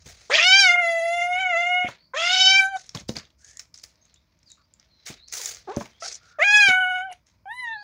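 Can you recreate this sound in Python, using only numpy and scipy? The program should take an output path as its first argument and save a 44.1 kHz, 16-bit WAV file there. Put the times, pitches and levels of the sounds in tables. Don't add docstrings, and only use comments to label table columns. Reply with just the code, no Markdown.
import sys
import numpy as np
from scipy import signal
from scipy.fft import rfft, irfft
from scipy.io import wavfile
from scipy.ndimage import uniform_filter1d

SR = 44100
rng = np.random.default_rng(int(sys.argv[2]) if len(sys.argv) > 2 else 0)


def unload_audio(sound):
    columns = np.transpose(np.atleast_2d(sound))
    steps = np.round(np.clip(columns, -1, 1) * 32767)
    wavfile.write(sys.argv[1], SR, steps.astype(np.int16))


N = 345303

# f/Hz, level/dB
AIR_SPECTRUM = [(88, -30), (150, 1), (340, -8), (405, -19), (646, -7.5), (740, -29.5), (899, -11),
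                (1740, -22.5), (2380, -17.5), (2620, -26.5), (3650, -34.5), (5080, -18.5), (8260, -41),
                (15700, -33)]
WIND_SPECTRUM = [(12, -61), (20, -32.5), (22, -29.5), (35, -13.5), (45, -1), (65, 3), (121, -6),
                 (200, -20.5), (260, -51), (440, -120)]
STRAW_SPECTRUM = [(180, -43.5), (300, -10.5), (493, -7), (572, -12), (698, -6), (1000, -20), (1130, -11.5),
                  (2220, -5), (2900, -11), (6530, 1), (7830, -12.5), (10000, -23.5), (13500, -47.5),
                  (14900, -28.5), (15700, -33)]
HISS_SPECTRUM = [(4410, -40.5), (7500, -11), (8230, -14.5), (10200, -15.5), (13700, -11.5), (14900, 1),
                 (15700, -1.5)]
AIR_DB, HISS_DB = -71.5, -88.5
# t/s, level/dB
GUSTS = [(0.0, -53), (0.57, -78.5), (1.42, -60.5), (1.53, -69), (2.36, -70.5), (3.12, -57.5), (3.34, -65.5),
         (5.04, -68.5), (5.12, -66), (5.84, -63.5), (6.3, -65), (7.83, -67.5)]
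# dull/dB, crisp/dB, fizz/dB
RUSTLES = [(0.0, 0.0033, 0.043, -69, .2, 0, -2, -30), (0.043, .04, 0.016, -55, 0.31, 4, 4, -2),
           (0.14, 0.028, 0.1, -64, 0.51, 2.5, 2, -15), (1.871, 0.019, .01, -64.5, 0.23, 19.5, 11, -2.5),
           (2.756, .005, 0.024, -58.5, 0.76, 1.5, 5.5, -23),
           (2.943, .004, 0.058, -55, 0.091, 4.5, 0.5, -17),
           (3.079, 0.0063, 0.034, -52.5, 0.38, -10, -12, -7),
           (3.152, 0.0073, 0.011, -57.5, 0.22, 15, 6.5, -3), (3.374, .1, .03, -63.5, .45, -1.5, 8.5, -18),
           (3.593, 0.0042, 0.0031, -55.5, 0.19, -1, -0.5, -1.5),
           (3.739, 0.0038, 0.047, -57.5, 0.17, -7.5, -1.5, -19), (3.831, .003, .003, -59.5, 0.33, 2, 4, 3),
           (3.9, 0.049, 0.83, -81.5, .6, 3.5, -31.5, -23.5), (4.04, .01, .021, -76.5, 0.72, 5.5, -8, -23),
           (4.436, .06, .021, -72.5, .4, -12.5, 0, -18), (4.785, .006, .021, -75, .8, 5, -17, -24.5),
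           (4.923, 0.16, .003, -65.5, .1, -0.5, -27.5, -24), (5.053, 0.021, 0.015, -50, 0.23, 8.5, 9.5, 3),
           (5.275, 0.0062, 0.042, -55, 0.091, -12, -16, -49),
           (5.317, 0.0084, 0.17, -44, 0.36, -0.5, 4.5, 1.5), (5.665, 0.03, .08, -67, 0.14, 12, 1.5, -28),
           (5.776, 0.023, .01, -57.5, 0.48, 6.5, 4.5, 0), (5.998, 0.041, 0.046, -40, 0.29, -5, -0.5, -27),
           (6.111, .01, 0.039, -51.5, 0.095, -30, 7, -27), (6.2, .1, .003, -61.5, .2, 0.5, -5, -16),
           (7.099, 0.0035, 0.015, -80.5, 0.21, 23.5, -2.5, -18),
           (7.26, 0.01, 0.0032, -78, 0.42, 8.5, 8.5, -26)]
# knock/dB, thud/dB
BUMPS = [(0.06, -46, -41, 7), (1.847, -22.5, -56, -19.5), (1.887, -30.5, 11, -7), (2.949, -40.5, 7, 14.5),
         (2.972, -38.5, -21, -2), (3.008, -50.5, -18, 8), (3.094, -14.5, -30, -16), (3.153, -43, -22, 2),
         (3.166, -33.5, -1.5, 1), (5.099, -51.5, -42, 21), (5.771, -11.5, -43, -16), (5.81, -32, 6, 1.5),
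         (5.86, -41.5, 2.5, -24), (6.027, -58, 15, -23.5), (6.687, -21, -27.5, -10)]
# f/Hz, level/dB, t60/s
PIPE_MODES = [(203.6, 3, 0.95), (342, 14.5, 0.015), (498, 1, 0.093), (690, -42, 0.1)]
# t/s, level/dB, ring f/Hz, relative tick level/dB, splinter t60/s
SNAPS = [(0.0787, -44, 6730, -23, 0.03), (2.807, -48, 4060, -37, 0.03), (2.8161, -36, 6320, -39, 0.021),
         (2.8648, -37, 6600, -20, 0.017), (2.8924, -23.5, 5270, -26, 0.014), (2.949, -19, 4280, -36, 0.066),
         (2.9726, -25, 3400, -31, 0.027), (2.999, -31, 6640, -33, 0.03), (3.0876, -25.5, 5000, -1, 0.033),
         (3.092, -18.5, 3700, -28, 0.044), (3.167, -19.5, 4560, -35, 0.056),
         (3.1854, -24, 4670, -37, 0.042), (3.4457, -33.5, 6460, -22, 0.016), (3.5713, -27, 6380, -9, 0.014),
         (3.5939, -20, 5470, -14, 0.051), (3.742, -32, 4960, -4, 0.03), (3.776, -34, 6560, -33, 0.039),
         (3.819, -44, 6380, -20, 0.027), (3.838, -26, 4800, -10, 0.032), (3.956, -48.5, 4690, -28.5, 0.03),
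         (4.0532, -48.5, 6400, -13, 0.029), (4.0972, -51, 3920, -28, 0.026),
         (4.1416, -40, 6930, -27.5, 0.03), (4.1594, -48, 3580, -29, 0.038), (4.43, -45, 5720, -27, 0.033),
         (4.5024, -39.5, 6800, -23, 0.03), (4.5173, -33, 6560, -40, 0.015),
         (4.738, -41.5, 7040, -34, 0.022), (4.798, -40, 5480, -42, 0.03), (5.0636, -21, 4440, -23.5, 0.04),
         (5.1398, -31, 4130, -28, 0.024), (5.2835, -32, 5800, -7, 0.014), (5.325, -17.5, 6530, -15, 0.021),
         (5.458, -14, 6600, -24, 0.026), (5.547, -30.5, 6380, -6, 0.093), (5.7643, -23.5, 6060, -29, 0.019),
         (3.757, -42, 5200, -25, .02), (3.787, -37, 5600, -23, 0.021), (3.797, -41, 5000, -24, .02),
         (3.908, -50, 4500, -21, .02), (4.39, -54, 6010, -22, .02), (4.848, -55, 6010, -15.5, .02),
         (5.809, -32, 1510, -29, 0.025), (5.858, -38, 2500, -31, 0.034), (3.252, -42, 3500, -30, 0.033),
         (3.303, -47, 3480, -25.5, 0.028), (6.6866, -11, 3710, -29, 0.015),
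         (7.1272, -35, 5970, -16.5, 0.026), (7.2679, -48, 6110, -25, 0.03)]
# t/s, pitch/Hz, fundamental/dB, mouth resonance/partial number,
# throat ring against it/dB, partials 2-4/dB, higher ones below the notch/dB, those past it/dB
WAILS = [
    [(0.297, 430, -29, 0.99, -14, -25, -47, -55), (0.313, 525, -27, 3.4, -12, -22.5, -31, -46.5),
     (0.357, 653, -25.5, 3.7, -8, -17.5, -17.5, -71), (0.375, 645, -36, 2.45, 0, -23, -20.5, -72),
     (0.397, 621, -33.5, 2.68, 18.5, -19.5, -24, -73), (0.455, 729, -30.5, 2.68, 4, -15, -20.5, -47),
     (0.561, 790, -30, 2.45, -5, -12.5, -19.5, -54), (0.605, 798, -31, 2.49, -15, -15.5, -15, -43),
     (0.695, 700.4, -28, 2.68, -10, -13.5, -26, -51), (0.795, 713.4, -26, 2.54, -34, -20.5, -53, -65),
     (0.845, 680, -26, 2.8, -27, -23, -40, -55), (1.013, 662.2, -25, 3.01, -20, -29.5, -43.5, -54.5),
     (1.251, 706.7, -25, 2.68, -12, -26.5, -42, -56.5), (1.295, 712.3, -26.5, 2.47, -15, -33, -51.5, -60),
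     (1.363, 730.5, -28.5, 2.83, -25, -22.5, -42.5, -60.5), (1.415, 765, -31, 2.61, -16, -25, -45.5, -67),
     (1.525, 696, -27, 2.67, -14.5, -24, -48, -79), (1.553, 661, -25, 2.7, -19, -21, -45.5, -63.5),
     (1.587, 690.3, -26.5, 2.73, -19, -24, -40, -68), (1.783, 730, -28, 2.71, -5, -23, -51, -64),
     (1.853, 716.5, -29.5, 2.68, -8.5, -28, -54, -68), (1.885, 722, -53, 3.6, -10, -32, -57, -68)],
    [(2.135, 478.7, -55, 2.5, -6, -31.5, -74, -94.5), (2.145, 521, -31.5, 2.5, 17, -30.5, -47, -78),
     (2.177, 629, -32, 2.41, 6, -28, -31.5, -67), (2.231, 680, -31.5, 2.5, 3, -23.5, -29, -58),
     (2.271, 699, -35, 2.52, 0.5, -22.5, -26, -59), (2.315, 743, -31.5, 2.44, -1.5, -21.5, -24.5, -56.5),
     (2.423, 753.3, -31, 2.53, 4, -18.5, -19.5, -59), (2.499, 762, -30, 2.52, 2.5, -15, -17.5, -52.5),
     (2.581, 783.3, -33.5, 2.62, -18, -17, -26.5, -52), (2.653, 769.3, -29.5, 2.1, -35, -25, -41.5, -50.5),
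     (2.707, 780, -39.5, 2, -15.5, -34, -59, -77), (2.763, 762, -24, 2.45, -19, -37, -49, -64),
     (2.775, 736, -49, 1.87, -22, -35, -41, -58)],
    [(6.385, 680, -33, 2.4, -11, -40.5, -69, -88), (6.397, 571, -25, 2.37, -4.5, -24.5, -50, -64),
     (6.407, 600, -24.5, 2.64, -10.5, -21, -46.5, -74), (6.429, 708, -24, 2.85, -22.5, -14, -33.5, -54),
     (6.445, 810, -36.5, 2.49, -29.5, -18.5, -39.5, -59), (6.559, 843, -28, 2.36, -19.5, -11, -28, -47.5),
     (6.667, 795, -33.5, 2.51, -24, -13.5, -30.5, -44.5),
     (6.695, 744, -27.5, 2.55, -26.5, -15.5, -30, -48.5),
     (6.795, 739.6, -30, 2.19, -14.5, -21, -58.5, -57.5), (7.003, 735, -33, 2.36, -12.5, -30, -55.5, -66),
     (7.059, 774, -38, 2.1, -22, -39.5, -80, -82), (7.101, 732, -38.5, 2.36, -1, -52, -81, -92),
     (7.123, 729, -42, 2.73, -5, -46.5, -75, -51), (7.14, 752, -62, 2.4, -4.5, -52, -60, -64)],
    [(7.455, 785, -41.5, 2.4, -13.5, -54, -85, -91.5), (7.471, 764, -38.5, 2.1, -7, -49.5, -90, -89),
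     (7.513, 908, -38, 1.92, -12, -36, -75, -69), (7.549, 993, -43.5, 2.23, -13, -46, -70, -57.5),
     (7.599, 1019, -53, 1.9, -15, -32.5, -62, -60), (7.637, 983, -37.5, 1.7, -22, -33.5, -63, -59),
     (7.659, 931, -39.5, 1.93, -23, -32, -57.5, -84), (7.737, 887.0, -40.5, 1.5, -23, -33, -76, -92),
     (7.773, 830, -42, 1.8, -21, -41.5, -92, -100), (7.795, 843, -48, 2.23, -28, -43.5, -82, -103),
     (7.83, 827, -48, 1.4, -24, -47, -74, -90)],
]
# f/Hz, level/dB
MOUTH_OPEN = [(1940, -34.5), (3300, 5), (4220, -10), (4830, 0), (5090, -8), (5430, -1), (5800, -16),
              (6220, -7.5), (7800, -27.5), (8550, -36), (10200, -36), (12400, -55), (15500, -54.5)]
MOUTH_SHUT = [(1940, -18.5), (3300, 3), (3680, 3.5), (4060, -4.5), (4330, -15), (4680, -7), (5290, -11),
              (6770, -0.5), (8060, -22.5), (9060, -15.5), (10200, -11), (10700, -20.5), (15500, -45)]
THROAT_RING_HZ = [3340, 3210, 3140, 3900]
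MOUTH_DB_PER_OCT, RING_DB_PER_OCT, NOTCH_HZ = 36, 47.5, 8100
# length/s, first rasp/dB, last rasp/dB (against the fourth partial)
HOARSE_STARTS = [(.135, 9, 1), (.28, -4, -12), (.055, -12, -11), (.045, -20, -21)]
CLEARING_S, CLEAR_RASP_DB = .03, -27
# t/s, half length/s, rasp/dB, exponent of growth with partial number
CATCHES = [(.76, 0.0088, -13.5, -.3), (0.35, 0.0066, -18, -.6), (1.395, 0.14, -17.5, 1.4),
           (1.881, 0.082, -1.5, 1.1), (2.784, 0.037, 0, .2), (6.619, .012, -25.5, .1),
           (6.706, 0.041, -10, 1.4), (6.98, .03, -15, 1.2), (7.01, .014, -15, .2), (1.0, .03, -24, 1.6),
           (1.55, 0.11, -26.5, .9), (.61, .04, -26.5, 1.6), (7.14, .08, 2.5, .9)]
# t/s, length/s, first f/Hz, last f/Hz, level/dB
WHISTLES = [(1.975, 0.11, 4320, 4660, -62.5), (4.009, 0.034, 6380, 6320, -63),
            (4.07, 0.073, 4450, 3900, -73.5), (4.139, 0.035, 3800, 3520, -68),
            (4.454, 0.068, 5120, 3530, -56.5), (4.572, 0.016, 1160, 1310, -62),
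            (4.875, 0.2, 4270, 3880, -66.5), (5.154, 0.14, 3530, 4700, -58),
            (5.898, 0.12, 3020, 3630, -67.5), (6.175, 0.24, 1370, 1463, -60.5),
            (7.637, 0.23, 3290, 5140, -53.5), (3.379, 0.23, 1490, 2043, -64.5),
            (4.585, 0.0674, 4200, 5000, -73), (4.936, .11, 5300, 5480, -85)]
# t/s, slip rate/Hz, level/dB
CREAKS = [
    [(5.395, 510, -40.5), (5.42, 450, -57), (5.45, 390, -66)],
    [(5.672, 450, -39), (5.698, 370, -29.5), (5.72, 440, -38.5), (5.744, 600, -47.5), (5.77, 370, -40)],
    [(6.022, 630, -30.5), (6.045, 720, -42.5), (6.07, 760, -38)],
]


def gain_of(db):
    return 10 ** (np.asarray(db) / 20)


def unit_rms(x):
    return x / np.sqrt(np.mean(x ** 2) + 1e-20)


def level_at(spectrum, hz):
    f, db = np.transpose(spectrum)
    return np.interp(np.log(hz + 1), np.log(f + 1), db)


def add(mix, start, sound):
    part = mix[round(start * SR):][:len(sound)]
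    part += sound[:len(part)]


def unroll(rows):
    times, *columns = np.transpose(rows)
    t = np.arange(times[0], times[-1], 1 / SR)
    return t, [np.interp(t, times, column) for column in columns]


def coloured(x, spectrum, lo_hz=0, hi_hz=SR):
    hz = np.fft.rfftfreq(len(x), 1 / SR)
    edges = 1 / (1 + (lo_hz / (hz + 1)) ** 8) / (1 + (hz / hi_hz) ** 12)
    return unit_rms(irfft(rfft(x) * gain_of(level_at(spectrum, hz)) * edges, len(x)))


def drift(size, hz, count=1):
    steps = np.arange(size) * hz * 2 / SR
    knots = rng.standard_normal((count, int(steps[-1]) + 2))
    whole = steps.astype(int)
    blend = np.sin((steps - whole) * np.pi / 2) ** 2
    return np.squeeze(unit_rms(knots[:, whole] + np.diff(knots)[:, whole] * blend))


def resonate(x, hz, width_hz, passes=1):
    carrier = np.exp(2j * np.pi * np.cumsum(hz * np.ones(len(x))) / SR)
    pole = np.exp(-np.pi * width_hz / SR)
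    for _ in range(passes):
        x = 2 * (carrier * signal.lfilter([1 - pole], [1, -pole], x / carrier + 1e-18)).real
    return x


def air_and_wind():
    air = gain_of(AIR_DB + drift(N, 3.9)) * coloured(rng.standard_normal(N), AIR_SPECTRUM)
    gust_db = np.interp(np.arange(N) / SR, *np.transpose(GUSTS)) + 2 * drift(N, 4.9)
    return air + gain_of(gust_db) * coloured(rng.standard_normal(N), WIND_SPECTRUM, hi_hz=200)


def straw_rustle():
    t = np.arange(N) / SR
    clicks = rng.standard_normal(N) * gain_of(2.2 * rng.exponential(1, N) + 2.4 * drift(N, 90))
    edges_hz = [(4400, 5600), (330, 4290), (5860, 12900), (11800, SR)]
    fade_rates = [1, .88, 1.57, 1.6]
    bands = [coloured(clicks, STRAW_SPECTRUM, *edges) for edges in edges_hz]
    power = np.zeros((len(bands), N))
    for start, rise, hold, db, t60, *against_db in RUSTLES:
        attack = np.clip((t - start) / rise, 0, 1)
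        decay_db = 60 * np.maximum(t - start - rise - hold, 0) / t60
        for band_power, band_db, rate in zip(power, [0, *against_db], fade_rates):
            band_power += (attack * gain_of(db + band_db - rate * decay_db)) ** 2
    return (np.sqrt(power) * bands).sum(0)


def patchy(x, depth_db):
    frames = dict(nperseg=256, noverlap=192)
    spectra = signal.stft(x, **frames)[2]
    patches = uniform_filter1d(rng.standard_normal(spectra.shape), 4, axis=0)
    patches = unit_rms(uniform_filter1d(patches, 24, axis=1))
    return signal.istft(spectra * gain_of(depth_db * patches), **frames)[1][:len(x)]


def pipe_bump(start, db, knock_db, thud_db):
    t = np.arange(4096) / SR
    detunes = rng.uniform(.875, 1.22, len(PIPE_MODES))
    ring = sum(gain_of(mode_db - 60 * t / min(t60, .12)) * np.sin(2 * np.pi * hz * detune * t)
               for detune, (hz, mode_db, t60) in zip(detunes, PIPE_MODES))
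    knock = resonate(rng.standard_normal(len(t)), 870, 830, passes=2) * gain_of(-60 * t / .059)
    thud = resonate(rng.standard_normal(len(t)), 153, 76) * gain_of(-60 * t / .074)
    thud *= 1 - np.exp(-t / .0046)
    ring, knock, thud = (part / abs(part).max() for part in (ring, knock, thud))
    bump = ring + gain_of(min(knock_db, 6)) * knock + gain_of(thud_db) * thud
    return start - .001, gain_of(db) * bump


def straw_snap(start, db, hz, tick_db, t60):
    t = np.arange(4000) / SR
    ring, tick, splinters = rng.standard_normal((3, len(t)))
    ring = unit_rms(resonate(ring, hz, 1100, passes=2)) * gain_of(-60 * t / .011)
    tick = coloured(tick, STRAW_SPECTRUM, 8000, 13000) * gain_of(tick_db - 60 * t / .008)
    splinters = coloured(splinters, STRAW_SPECTRUM, 940, 8500) * gain_of(-15 - 60 * t / t60)
    attack = 1 - np.exp(-t / .00025)
    return start, gain_of(db) * (.76 * ring + .6 * tick + splinters) * attack


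def vowel(order, ring_hz, hz, mouth_partial, ring_db, *levels_db):
    partial_hz = order * hz
    opening = np.clip((levels_db[2] + 39) / 18, 0, 1)
    upper_db = opening * level_at(MOUTH_OPEN, partial_hz)
    upper_db += (1 - opening) * level_at(MOUTH_SHUT, partial_hz)
    mouth = gain_of(-MOUTH_DB_PER_OCT * abs(np.log2(order / mouth_partial)))
    ring = gain_of(ring_db - RING_DB_PER_OCT * abs(np.log2(partial_hz / ring_hz)))
    upper = order > 4
    colour = np.where(upper, gain_of(upper_db), mouth + ring)
    past_notch = 1 / (1 + (NOTCH_HZ / partial_hz) ** 30)
    groups = [order == 1, (order > 1) & ~upper, upper * (1 - past_notch), upper * past_notch]
    return sum(gain_of(db) * colour * group / np.linalg.norm(colour * group + 1e-6, axis=0)
               for db, group in zip(levels_db, groups))


def hoarseness(t, order, length, first_db, last_db):
    start_db = np.interp(t - t[0], [0, length, length + CLEARING_S], [first_db, last_db, CLEAR_RASP_DB])
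    rasp = gain_of(start_db) * (order / 4) ** 1.4
    for centre, half_length, db, growth in CATCHES:
        flare = np.clip(1 - abs(t - centre) / half_length, 0, 1) ** 2
        rasp += gain_of(db) * flare * (order / 4) ** growth
    return rasp


def cat_wail(rows, hoarse_start, ring_hz):
    t, (hz, first_db, mouth_partial, ring_db, *upper_db) = unroll(rows)
    n, order = len(t), np.arange(1, 18)[:, None]
    slow_t, *shape = (curve[::64] for curve in (t, hz, mouth_partial, ring_db, first_db, *upper_db))
    strength = np.array([np.interp(t, slow_t, row) for row in vowel(order, ring_hz, *shape)])
    rasp = np.array([np.interp(t, slow_t, row) for row in hoarseness(slow_t, order, *hoarse_start)])
    hoarse = np.minimum(rasp[3], 1)
    cycles = np.cumsum(hz * (1 + .0046 * drift(n, 28) + .03 * hoarse * drift(n, 200))) / SR
    throb = np.minimum(.037 + .14 * (order - 1), .45)
    roughness = unit_rms(drift(n, 420, len(order)) + .6 * drift(n, 160, len(order)))
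    shake = throb * drift(n, 40, len(order)) + rasp * roughness
    strength *= (1 + shake) / np.sqrt(1 + throb ** 2 + rasp ** 2)
    voice = np.sqrt(2) * (strength * np.cos(2 * np.pi * (order * cycles - .062 * order ** 2))).sum(0)
    voice *= 1 + .12 * hoarse * drift(n, 80)
    voice *= 1 + .16 * hoarse * np.cos(np.pi * cycles + 1.5 * drift(n, 40))
    small_head = signal.butter(4, 420, "high", fs=SR, output="sos")
    voice = signal.sosfilt(small_head, voice)
    breath = coloured(rng.standard_normal(n), STRAW_SPECTRUM, lo_hz=13000)
    voice += breath * hoarse * gain_of(upper_db[1] - 37.5)
    return t[0], voice * signal.windows.tukey(n, .0051 / (t[-1] - t[0]))


def bird_whistle(start, length, first_hz, last_hz, db):
    noise = rng.standard_normal(SR // 4)[:round(length * SR)]
    hz = np.geomspace(first_hz, last_hz, len(noise))
    whistle = unit_rms(resonate(noise, hz, width_hz=240, passes=2))
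    return start, gain_of(db) * whistle * signal.windows.tukey(len(noise), .45)


def pipe_creak(rows):
    t, (hz, db) = unroll(rows)
    cycles = np.cumsum(hz * (1 + .05 * drift(len(t), 149.4))) / SR
    slips = sum(gain_of(partial_db) * np.cos(2 * np.pi * order * cycles)
                for order, partial_db in enumerate([-3, -3.5, -12, -18, -30], 1))
    envelope = gain_of(db + drift(len(t), 110)) * signal.windows.tukey(len(t), .1)
    return t[0], envelope * unit_rms(slips)


def reflections(x, t60):
    taps = np.zeros(9000)
    delays = np.arange(150, 8960, 20) + rng.integers(0, 20, 441)
    taps[delays] = rng.choice([-1., 1.], len(delays)) * gain_of(-60 * delays / SR / t60)
    return signal.oaconvolve(x, taps / np.linalg.norm(taps))[:N]


def scene():
    cat, near, birds = np.zeros((3, N))
    for call in zip(WAILS, HOARSE_STARTS, THROAT_RING_HZ):
        add(cat, *cat_wail(*call))
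    for row in SNAPS:
        add(near, *straw_snap(*row))
    for row in BUMPS:
        add(near, *pipe_bump(*row))
    for rows in CREAKS:
        add(near, *pipe_creak(rows))
    for row in WHISTLES:
        add(birds, *bird_whistle(*row))
    echoes = gain_of(-14) * reflections(cat, t60=.14) + gain_of(-13) * reflections(near, t60=.22)
    birds = .6 * birds + reflections(birds, t60=.2)
    rustle = patchy(straw_rustle(), depth_db=1.6)
    return (cat + near + echoes + birds + rustle + air_and_wind())[None]


def record(dry):
    hiss = gain_of(HISS_DB) * coloured(rng.standard_normal(N), HISS_SPECTRUM)
    thin = signal.sosfilt(signal.butter(4, 52, "high", fs=SR, output="sos"), dry + hiss)
    rounded = thin / (1 + (thin / .95) ** 4) ** (1 / 4)
    band_limit = signal.firwin(511, 15800, window=("kaiser", 9), fs=SR)
    return signal.oaconvolve(rounded, band_limit[None], "same")


dry = scene()
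out = record(dry)
unload_audio(out)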